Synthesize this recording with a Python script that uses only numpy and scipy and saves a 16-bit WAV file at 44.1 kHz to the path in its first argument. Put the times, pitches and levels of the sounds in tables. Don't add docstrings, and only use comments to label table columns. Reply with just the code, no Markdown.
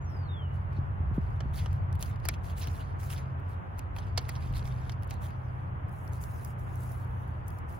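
import sys
import numpy as np
from scipy import signal
from scipy.fft import rfft, irfft, next_fast_len
from scipy.io import wavfile
from scipy.ndimage import uniform_filter1d, minimum_filter1d

SR = 44100
rng = np.random.default_rng(int(sys.argv[2]) if len(sys.argv) > 2 else 0)


def volts_from_db(level):
    exponent = np.asarray(level, float) / 20
    return 10 ** exponent


def to_wav(s):
    ch = np.atleast_2d(s).T
    pcm = np.round(np.clip(ch, -1, 1) * 32767)
    wavfile.write(sys.argv[1], SR, pcm.astype(np.int16))


N = 343695


def evened(x):
    return x / np.sqrt(np.mean(x ** 2) + 1e-20)


def read(points, hz, outside=None):
    f, value = np.transpose(points)
    return np.interp(np.log(hz + 1), np.log(f + 1), value, outside, outside)


def follow(rows):
    s, *columns = np.transpose(rows)
    return [np.interp(np.arange(N) / SR, s, c) for c in columns]


def coloured(x, points):
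    size = next_fast_len(N)
    gain = volts_from_db(read(points, np.fft.rfftfreq(size, 1 / SR), -86.0))
    return evened(irfft(rfft(x, size) * gain, size)[..., :N])


def resonate(x, hz, width_hz):
    turn = np.exp(2j * np.pi * hz * np.arange(1, x.shape[-1] + 1) / SR)
    r = np.exp(-np.pi * width_hz / SR)
    return 2 * (turn * signal.lfilter([1 - r], [1, -r], x / turn)).real


def slow(per_s):
    drift = signal.lfilter(*signal.butter(2, per_s, fs=SR), rng.standard_normal(N + SR))
    return evened(drift[SR:])


def add(mix, s, sound):
    part = mix[..., round(s * SR):][..., :sound.shape[-1]]
    part += sound[..., :part.shape[-1]]


def patchy(x, depth_db, size=256):
    z = signal.stft(x, nperseg=size)[2]
    patches = rng.standard_normal(z.shape[1:])
    patches = uniform_filter1d(patches, size=5, axis=0)
    patches = uniform_filter1d(patches, size=10, axis=1)
    return signal.istft(z * volts_from_db(depth_db * evened(patches)), nperseg=size)[1][:, :N]


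# (pitch_hz, level_db per Hz)
TRAFFIC_MID = [(94, -1.5), (160, -5), (186, -3), (213, -7), (330, -10.5), (495, -13.5), (835, -11.5),
               (988, -12), (1580, -18.5), (3060, -32.5), (4580, -57), (6320, -59), (9000, -74),
               (11700, -92.5), (19800, -120)]
# (pitch_hz, level_db per Hz)
TRAFFIC_SIDE = [(94, -43), (160, 5.5), (189, -5.5), (210, -11), (342, -13.5), (471, -12), (755, -5.5),
                (1130, -8), (1780, -17), (4580, -47), (9000, -61), (11700, -78.5), (19800, -120)]
TRAFFIC_DB, TRAFFIC_SIDE_DB, TRAFFIC_SWELL_DB = -49.5, 2, .6


def traffic():
    mid = coloured(rng.standard_normal(N), TRAFFIC_MID)
    side = volts_from_db(TRAFFIC_SIDE_DB) * coloured(rng.standard_normal(N), TRAFFIC_SIDE)
    level = volts_from_db(TRAFFIC_DB + TRAFFIC_SWELL_DB * slow(12.0))
    return level * np.array([mid + side, mid - side])


# (start pitch_hz, end pitch_hz, start level_db, end level_db)
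MOTOR_HUMS = [(85, 80.5, -40, -48), (93, 92.6, -39, -45), (152.5, 152.3, -55, -53),
              (183.1, 182.8, -56, -58), (279, 278.8, -67, -66), (372, 372, -68, -72)]
HUM_DB, HUM_WAVER_DB = -1, 2
# (time_s, pitch_hz, level_db)
RECEDING_ENGINE = [(0, 135, -43.5), (.8, 135, -40), (1.1, 135, -51), (1.5, 134.8, -38), (2.1, 133.6, -45.5),
                   (2.6, 132.8, -48), (3.3, 132.2, -38), (3.7, 130, -61), (4.1, 128.3, -49.5),
                   (4.7, 127.5, -36), (5.1, 126.3, -44.5), (5.5, 125.3, -39.5), (6, 123, -45.5),
                   (6.6, 122.4, -40.5), (7.3, 122, -40), (7.79, 122.5, -56)]


def motors():
    tones = [follow(RECEDING_ENGINE)]
    for hz0, hz1, db0, db1 in MOTOR_HUMS:
        db = np.linspace(db0, db1, N) + HUM_DB + HUM_WAVER_DB * slow(3.3)
        tones.append((np.linspace(hz0, hz1, N), db))
    out = np.zeros(N)
    for hz, db in tones:
        turns = np.cumsum(hz + 0.36 * slow(3.22)) / SR + rng.random()
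        out += volts_from_db(db) * np.sqrt(2) * np.sin(2 * np.pi * turns)
    return out


# (pitch_hz, level_db per Hz)
WIND_COLOUR = [(12, -41.5), (20, -18.5), (63, 6), (96, 6), (144, -4), (230, -26.5), (300, -30), (510, -120)]
# (time_s, level_db)
WIND_GUSTS = [(0.0, -36), (0.38, -36.5), (0.45, -40), (0.5, -35.5), (0.89, -33.5), (1.11, -29.5),
              (1.3, -30.5), (1.9, -30), (2.3, -34), (3.3, -37), (3.65, -37.5), (4.15, -32), (4.25, -34.5),
              (4.55, -31), (5.2, -36), (6.8, -37.5), (7.7, -37), (7.79, -41)]


def wind_rumble():
    middle, wide = coloured(rng.standard_normal((2, N)), WIND_COLOUR) * volts_from_db(follow(WIND_GUSTS)[0] - 3.0)
    return np.array([middle + 0.27 * wide, middle - 0.36 * wide])


# (start_s, peak level_db, pitch_hz,
# length in cycles)
LOW_BUMPS = [(0.788, -35.5, 120, 2.9), (1.004, -42.5, 165, 1.8), (1.113, -33, 95.5, 2),
             (1.18, -27, 178, 1.8), (1.457, -38, 127, 2.8), (2.682, -36.5, 98, 0.93),
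             (4.461, -42.5, 119, 6.4), (4.509, -35.5, 81, 2.3), (4.629, -38, 75.4, 2.1),
             (4.291, -47, 332, 2.8), (2.289, -49, 350, 4.2), (4.177, -43.5, 506, 4.2)]


def low_bumps():
    out, t = np.zeros(N), np.arange(3500) / SR
    for s, db, hz, cycles in LOW_BUMPS:
        turns = hz * 0.0161 * np.log(1 + 1.92 * t / 0.0184)
        shape = np.exp(-t * hz / cycles) * np.minimum(t / 0.0016, 1)
        add(out, s, volts_from_db(db + 9.5) * np.sin(2 * np.pi * turns) * shape)
    return out


# (time_s, pitch_hz, level_db)
BIRD_NOTES = [
    [(.012, 7000, -71), (.04, 6520, -69), (.058, 5920, -68), (.098, 5520, -66), (.125, 5220, -68),
     (.195, 4860, -64), (.235, 4520, -67), (.272, 4290, -66), (.288, 3740, -66)],
    [(.284, 3720, -61), (.33, 3600, -56), (.38, 3320, -55), (.43, 3050, -58), (.47, 2870, -62),
     (.49, 2860, -66), (.515, 2910, -66), (.55, 2910, -70), (.58, 2900, -88)],
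]
FLUTTER_DB = 1.5


def bird():
    t, out = np.arange(N) / SR, np.zeros((2, N))
    for rows in BIRD_NOTES:
        hz, db = follow(rows)
        on = np.clip(np.minimum(t - rows[0][0], rows[-1][0] - t) / .006, 0, 1)
        whistle = np.sqrt(2) * np.sin(2 * np.pi * np.cumsum(hz + 18 * slow(150)) / SR)
        note = on * volts_from_db(db + FLUTTER_DB * slow(70)) * whistle
        note = note + .3 * np.roll(note, 300) + .2 * np.roll(note, 950) + .1 * np.roll(note, 1900)
        out += np.array([np.roll(note, 3), np.clip(2700 / hz, 0, 1) * note])
    return out


# (pitch_hz, level_db per Hz)
HISS_COLOUR = [(4500, -19), (6500, -9), (8700, -4), (10500, -4), (13000, -1.5), (15000, -3), (16000, -5.5),
               (16200, -53.5)]


def leaves():
    return volts_from_db(-84) * coloured(rng.standard_normal((3, N)), HISS_COLOUR)


# (start_s, peak level_db, pitch_hz)
DRY_CREASES = [(1.5445, -48, 3600), (1.559, -52, 4800), (1.5885, -38.5, 3100), (1.593, -42, 3600),
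               (1.599, -46, 2400), (1.66, -43, 2800), (1.7295, -48, 6500), (2.0025, -49, 3000),
               (2.009, -49, 4000), (2.016, -46, 5000), (2.047, -50, 3500), (2.2872, -26, 8000),
               (2.597, -47, 3500), (2.616, -44, 3400), (2.629, -41, 3000), (2.635, -43, 4500),
               (2.641, -45, 3500), (2.684, -45, 4500), (3.012, -53, 6900), (3.103, -39, 2800),
               (3.129, -43, 3000), (3.135, -42, 2500), (3.149, -45, 5000), (3.179, -45, 3500),
               (3.9645, -44, 2700), (4.355, -46, 3200), (4.363, -49, 5000), (4.538, -45, 3500),
               (4.566, -47, 3300), (4.571, -48, 4000), (4.594, -46, 3500), (4.627, -49, 3900),
               (4.655, -45, 3500), (4.724, -48, 4200), (4.896, -39, 2600), (4.922, -47, 4500),
               (5.141, -49, 6000), (5.287, -55, 7000), (6.0785, -48, 5500), (6.134, -44, 6500),
               (6.239, -40, 6800), (6.4485, -43, 7000), (6.457, -54, 5500), (6.594, -60, 14400),
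               (6.7565, -48, 14500), (6.836, -47, 10900), (6.8785, -54, 9000), (6.8945, -48, 8000),
               (6.9195, -41.5, 10300), (7.048, -57, 11800), (1.928, -47, 7200), (1.9945, -50, 9500),
               (2.0267, -30, 7000), (3.786, -48, 14500), (3.794, -43, 8000), (3.794, -43, 14500),
               (1.407, -44, 4700), (5.1093, -36, 6540), (5.034, -51, 5000), (4.177, -41, 1150)]
CREASE_S, CREASE_WIDTH = .0005, .5


def creases():
    out, t = np.zeros((3, N)), np.arange(200) / SR - .001
    for s, db, hz in DRY_CREASES:
        click = rng.standard_normal((3, len(t))) * np.exp(-abs(t) / CREASE_S)
        for _ in range(2):
            click = resonate(click, hz, CREASE_WIDTH * hz)
        add(out, s - .001, volts_from_db(db) * click / abs(click[0]).max())
    return out


# (start_s, peak level_db, ring pitch_hz, fizz level_db, low knock level_db)
PAPER_SNAPS = [(1.405, -39.5, 2930, -53, 2), (1.598, -49, 2300, -40, -20), (1.6594, -41.5, 2880, -47, -1),
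               (2.026, -35, 3070, 0, -15), (2.2531, -37, 4730, -10, 0.5), (2.2871, -27.5, 2180, 0, -11.5),
               (2.2883, -32, 5200, -22, -17), (2.3392, -45.5, 2700, -34, -29), (2.498, -48, 3270, -22, -21),
               (2.6724, -39.5, 2980, -14, -22), (3.0308, -54, 5650, -15, 7.5),
               (3.1016, -45.5, 2470, -13.5, 1), (3.1796, -45, 2730, -30, -9),
               (3.792, -46.5, 2520, -4, -1.5), (3.9638, -43.5, 2400, -22, 2), (3.985, -40.5, 3180, -26, -3),
               (4.1757, -25.5, 3100, -29, -9.5), (4.178, -23.5, 4400, -27, -12),
               (4.1893, -42, 3000, -27, -4), (4.2911, -35.5, 2070, -13, -5), (4.294, -39, 4600, -5, -15),
               (4.352, -47, 3070, -47, -8), (4.362, -48.5, 4970, -41, -16), (4.566, -45, 3440, -32, -4),
               (4.6535, -54, 3800, -35, 4), (4.895, -40.5, 2830, -36, -4.5), (4.919, -48, 4770, -23, -7),
               (5.108, -38.5, 2460, -17, -15), (3.134, -43, 2300, -30, -9), (2.698, -51, 2300, -35, -1),
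               (1.558, -50, 4700, -9, -15), (2.629, -48, 3000, -35, -17)]
# (start_s, peak level_db, fizz level_db)
SEED_TICKS = [(.7302, -62, -17), (1.7302, -53, -10), (1.9273, -53, -13), (1.953, -51, -11),
              (1.9944, -60, -1), (2.0092, -54, -10), (2.017, -49, -10), (2.047, -54, -7), (2.059, -58, -8),
              (2.1594, -52, -27), (2.2, -56, -28), (2.26, -54, -5), (2.4547, -66, -3), (2.584, -58, 0),
              (2.598, -58, -2), (2.64, -51, -35), (2.686, -52, -30), (2.9986, -67, -9), (3.0404, -61, 0),
              (3.059, -63, 1), (3.122, -51, -25), (3.15, -53, -30), (3.187, -56, -14), (3.4, -68, -6),
              (3.7855, -54, -7), (3.975, -59, -7), (4.067, -62, -20), (4.085, -58, -28), (4.2135, -64, -1),
              (4.2255, -70, 0), (4.286, -52, -7), (4.526, -56, -12), (4.537, -53, -30), (4.594, -54, -35),
              (4.6264, -56, -35), (4.7234, -57, -30), (5.024, -51, -19), (5.033, -49, -15),
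              (5.045, -64, -4), (5.0757, -64, 1), (5.102, -58, 0), (5.1404, -55, -9), (5.2131, -68, -19),
              (5.23, -62, -11), (5.286, -61, -10), (5.3056, -54, -18)]
# (start_s, peak level_db, ring pitch_hz, fizz level_db)
BARK_CHIPS = [(5.8841, -66, 5000, -9), (5.8936, -62, 5000, -9), (6.078, -52, 4500, -12),
              (6.134, -50, 6300, -11), (6.2172, -60, 6500, -8), (6.2385, -51, 6550, -5),
              (6.4482, -46, 6500, 1), (6.457, -57, 6000, -15), (6.594, -66, 6500, 0),
              (6.7562, -60, 6500, 0), (6.8344, -62, 6400, 0), (6.92, -62, 6410, -2), (7.0475, -66, 6500, 0),
              (7.278, -69, 6500, -2), (7.288, -70, 6500, -2), (7.4812, -57, 5030, 5),
              (7.4875, -65, 5000, -3), (7.5045, -53, 3100, -10), (7.5864, -57, 4000, -8),
              (7.7255, -66, 6500, -2)]
SNAP_T60_S, TICK_T60_S, CHIP_T60_S = 0.037, 0.018, 0.0062
TICK_HZ, TICK_KNOCK_DB, CHIP_KNOCK_DB = 2700, -12, -3


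def cracks():
    paper = [(s, db, hz, fizz, SNAP_T60_S, knock) for s, db, hz, fizz, knock in PAPER_SNAPS]
    seeds = [(s, db, TICK_HZ, fizz, TICK_T60_S, TICK_KNOCK_DB) for s, db, fizz in SEED_TICKS]
    return paper + seeds + [(*row, CHIP_T60_S, CHIP_KNOCK_DB) for row in BARK_CHIPS]


# (pitch_hz, level_db)
SHEET_MODES = [(2150, 6), (2990, 2), (3470, -3), (4410, -6.5), (5320, -4), (6400, -9)]
SHEET_DB, SHEET_WIDTH_HZ = -9, 59
TICK_S, TICK_SHARPENS = .0011, .5
DULL_OVER_DB = -2.5


def snaps():
    out, t = np.zeros((3, N)), np.arange(3000) / SR - .004
    edges_hz = [1400, 7500], [6000, 15900], [300, 2600]
    body, fizz, low = (signal.butter(3, edges, "band", fs=SR, output="sos") for edges in edges_hz)
    dull = signal.butter(8, 12000, fs=SR, output="sos")
    for s, db, hz, fizz_db, t60, knock_db in cracks():
        spray = rng.standard_normal((3, len(t)))
        bend = 1 + .02 * spray[0, 0]
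        fall = np.where(t < 0, .3 * np.exp(t / .0011), volts_from_db(-60 * t / np.clip(t60, .004, .1)))
        dying = spray * fall
        modes = np.zeros((3, len(t)))
        for mode_hz, mode_db in SHEET_MODES:
            modes[:, :1500] += volts_from_db(mode_db) * resonate(dying[:, :1500], mode_hz * bend, SHEET_WIDTH_HZ)
        ring = resonate(dying, hz, 500)
        sheet = signal.sosfilt(body, dying) + 4.0 * ring + 2 * volts_from_db(SHEET_DB) * modes
        tick_s = TICK_S * volts_from_db(-TICK_SHARPENS * (db + 50))
        tick = spray * (.16 * fall ** 1.8 + np.exp(-abs(t - .0007) / tick_s))
        hiss = signal.sosfilt(fizz, tick)
        if db - fizz_db > DULL_OVER_DB:
            hiss = signal.sosfilt(dull, hiss)
        knock = signal.sosfilt(low, (np.gradient(spray, axis=1) + 1.3 * spray) * fall)
        for layer, layer_db in (sheet, 0), (hiss, 0.59 * fizz_db + 10.0), (knock, knock_db - 0.5):
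            add(out, s - .004, volts_from_db(db + 3 + layer_db) * layer / abs(layer[0]).max())
    return out


# (start_s, hold_s, level_db, fizz above the
# body in db)
PACKET_STROKES = [
    (0.1, 0.086, -87, 14),
    (0.54, 0.034, -81.5, 8),
    (0.73, 0.041, -75, -17),
    (1.145, 0.02, -77, 7),
    (1.214, 0.15, -79.5, -2.5),
    (1.406, 0.098, -81, -19),
    (3.444, .03, -85, -9),
    (3.491, 0.04, -74.5, 3.5),
    (3.779, 0.0094, -69.5, 1),
    (5.353, 0.29, -89, 8),
                  (1.542, .035, -65, 6), (1.577, 0.019, -52.5, -7), (1.63, 0.03, -66, -6),
                 (1.7, 0.064, -72, -10), (2.01, 0.021, -61.5, 13), (2.06, 0.038, -63.5, 3),
                 (2.24, 0.1, -66, -5.5), (2.442, 0.069, -64, 0.5), (2.578, 0.025, -60, 12.5),
                 (2.615, 0.018, -51, -9), (2.67, 0.14, -65, 3), (2.8, 0.11, -71, -16),
                 (3.0, 0.0094, -62.5, 5), (3.032, 0.041, -70.5, 20), (3.103, 0.033, -53, 2),
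                 (3.177, 0.0058, -56.5, -9), (3.21, 0.098, -79, -25), (3.963, 0.035, -64, -6),
                 (4.02, 0.06, -68, -24), (4.167, 0.18, -65, -20), (4.281, 0.085, -65.5, -6),
                 (4.408, 0.088, -64, -8.5), (4.552, 0.03, -57, -5), (4.6, .03, -73, -15),
                 (4.649, 0.035, -60.5, -5), (4.71, 0.215, -68, -9), (5.02, 0.0074, -90.5, -14),
                 (5.099, 0.038, -65.5, -8), (5.221, 0.046, -64.5, 6.5), (5.3, 0.025, -75, -14)]
# (start_s, hold_s, level_db, fizz above the body in db)
MULCH_SCRAPES = [(5.917, 0.17, -88, 30), (6.126, 0.051, -71.5, 11), (6.216, 0.025, -69.5, 24),
                 (6.26, 0.25, -75.5, 20), (6.584, 0.1, -83, 20), (6.696, 0.096, -75.5, 14),
                 (6.805, 0.13, -76.5, 25.5), (6.953, 0.075, -79.5, 20), (7.066, 0.16, -84.5, 15),
                 (7.2, 0.12, -80.5, 1), (7.33, 0.07, -91, 10.5), (7.468, 0.12, -86.5, 24),
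                 (7.689, 0.074, -78, 19)]
RISE_DB_PER_S = 1100


def strokes(shift, fall_db_per_s):
    t = np.arange(0, N, 32) / SR
    power = np.zeros(len(t))
    for s, hold, db, fizz_db in PACKET_STROKES + MULCH_SCRAPES:
        fade_db = RISE_DB_PER_S * np.maximum(s - t, 0) + fall_db_per_s * np.maximum(t - s - hold, 0)
        power += volts_from_db(db + shift * fizz_db - fade_db) ** 2
    return np.interp(np.arange(N) / SR, t, np.sqrt(power))


# (pitch_hz, level_db per Hz)
PAPER_COLOUR = [(900, -28.5), (1600, -4.5), (2300, 2.5), (3200, 0.5), (4500, -1.5), (6000, -6), (8000, -11),
                (11000, -14.5)]
GRAINS_PER_S, GRAIN_SPREAD_DB = 5000, 1
PATCHY_DB, FIZZ_PATCHY_DB, STREAK_DB = 4, 2, 1.2
BODY_FALL_DB_PER_S, FIZZ_FALL_DB_PER_S, REST_DB = 299.5, 497, -86
CRACKLES_PER_S, CRACKLE_DB = 400, -5
GRIT_FROM_S, GRIT_DB = 5.6, -10


def rubbing():
    body = strokes(0, BODY_FALL_DB_PER_S) + volts_from_db(REST_DB)
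    fizz = strokes(0.64, FIZZ_FALL_DB_PER_S)
    slips = (rng.random((3, N)) < GRAINS_PER_S / SR) * rng.standard_normal((3, N))
    slips = slips * volts_from_db(GRAIN_SPREAD_DB * np.minimum(rng.exponential(1, N), 4) + 0.53 * slow(30))
    slips = patchy(slips, STREAK_DB, size=1024)
    hiss = patchy(slips, FIZZ_PATCHY_DB)
    slips = patchy(slips, PATCHY_DB)
    sizes = (rng.random(N) < CRACKLES_PER_S / SR) * np.minimum(rng.exponential(1, N), 2)
    crackle = patchy(sizes * rng.standard_normal((3, N)), PATCHY_DB)
    digging = np.arange(N) > GRIT_FROM_S * SR
    grit = digging * volts_from_db(GRIT_DB) * coloured(crackle, HISS_COLOUR)
    paper = coloured(slips, PAPER_COLOUR) + ~digging * volts_from_db(CRACKLE_DB) * coloured(crackle, PAPER_COLOUR)
    return body * paper, fizz * (coloured(hiss, HISS_COLOUR) + grit)


# (pitch_hz, left minus right level_db)
LEFT_OVER_RIGHT = [(2000, 0), (3000, -3), (4200, -5), (5200, -8), (6200, -3), (7200, 0), (11000, 1),
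                   (16000, 1)]
# (pitch_hz, level_db relative to the direct sound)
PORT_SCATTER = [(1500, 7.5), (3000, -7.5), (6000, -2.5), (9000, -5), (16000, -12)]


def ports(rows, phase):
    hz = np.fft.rfftfreq(512, 1 / SR)
    half = volts_from_db(read(LEFT_OVER_RIGHT, hz) / 2) * np.exp(.5j * np.interp(hz, *np.transpose(phase)))
    pair = np.array([half, 1 / half])
    filters = irfft([pair, abs(pair) * volts_from_db(read(PORT_SCATTER, hz))])
    direct, scatter = np.roll(filters, 256, axis=2) * np.hanning(512)
    heard = signal.oaconvolve(rows[:1], direct, axes=1) + signal.oaconvolve(rows[1:], scatter, axes=1)
    return heard[:, 256:N + 256]


# (pitch_hz, radians the left port leads)
BODY_PHASE = [(0, 0), (1500, -.7), (4500, -.5), (5400, -2.4), (8400, -3.14), (11000, -6.28), (13200, -9.42),
              (16000, -12.57), (21000, -18.8)]
# (pitch_hz, radians the left port leads)
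HISS_PHASE = [(0, 0), (4500, 2.2), (6600, 0), (8400, -3.14), (11000, -6.28), (13200, -9.42),
              (16000, -12.57), (21000, -18.8)]


def scene():
    background = traffic() + motors() + wind_rumble() + low_bumps() + bird()
    body, fizz = rubbing()
    packet = ports(body + snaps() + creases(), BODY_PHASE)
    return background + packet + ports(fizz + leaves(), HISS_PHASE)


def drop_near_attacks(pair):
    z = signal.stft(pair, SR, "cosine", 256, 128)[2]
    bands = 10 * np.log10((abs(z[:, :-1]) ** 2).reshape(2, 16, 8, -1).mean(2) + 1e-20)
    loudest = -minimum_filter1d(-bands.max(0), 13, axis=1)
    dropped = bands + 2 * rng.standard_normal(bands.shape) < loudest - 24
    dropped[:, :5] = False
    z[:, :-1] *= ~np.repeat(dropped, 8, axis=1)
    return signal.istft(z, SR, "cosine", 256, 128)[1][:, :N]


DROP_PAIR_DB, DROP_UP_DB, DROP_DB_PER_OCTAVE = 5.5, 18, 24
WEAK_LINE_DB, WEAK_LOW_LINE_DB = -3.5, -7


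def drop_weak_treble(dry):
    hz, _, z = signal.stft([dry[0] + dry[1], dry[0] - dry[1]], SR, "cosine", 2048, 1024, boundary="even")
    line_hz = hz[:-1, None]
    power = abs(z[:, :-1]) ** 2
    lines = 10 * np.log10(power + 1e-20)
    bands = 10 * np.log10(power.reshape(2, 32, 32, -1).mean(2) + 1e-20)
    slope = DROP_DB_PER_OCTAVE * np.log2(hz[16::32])[:, None]
    from_below = np.maximum.accumulate(bands.max(0) + slope, 0) - slope - DROP_UP_DB
    need = np.maximum(bands[::-1] - DROP_PAIR_DB, from_below) + 1.5 * rng.standard_normal(bands.shape)
    band_lines = np.repeat(bands, 32, axis=1)
    dropped = np.repeat(bands < need, 32, axis=1) | (lines < band_lines + WEAK_LINE_DB)
    no_tone = lines.reshape(2, 32, 32, -1).max(2) < bands + 6.5
    dropped &= np.repeat(no_tone, 32, axis=1) | (lines < band_lines)
    treble_db = bands[:, 8:22].mean((0, 1))
    jump_db = np.diff(treble_db, prepend=0)
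    sudden = jump_db > 3
    z[:, :-1] *= ~(dropped & (line_hz > 3500) & ~sudden & ~np.roll(sudden, 1))
    z[:, hz > 16600] = 0
    near = 10 * np.log10(abs(uniform_filter1d(abs(z[:, :-1]) ** 2, 9, axis=1)) + 1e-20)
    z[:, :-1] *= ~((lines < near + WEAK_LOW_LINE_DB) & (line_hz > 300) & (line_hz < 3500))
    hard = jump_db > 15
    z[:, hz > 15850] *= hard | np.roll(hard, 1)
    mid, side = drop_near_attacks(signal.istft(z, SR, "cosine", 2048, 1024)[1][:, :N])
    return np.array([mid + side, mid - side]) / 2


def low_pass(x):
    return signal.sosfilt(signal.butter(12, 16990, fs=SR, output="sos"), x)


def record(dry):
    mix = drop_weak_treble(dry * np.minimum(np.arange(N) / 300, 1))
    return low_pass(mix)


dry = scene()
out = record(dry)
to_wav(out)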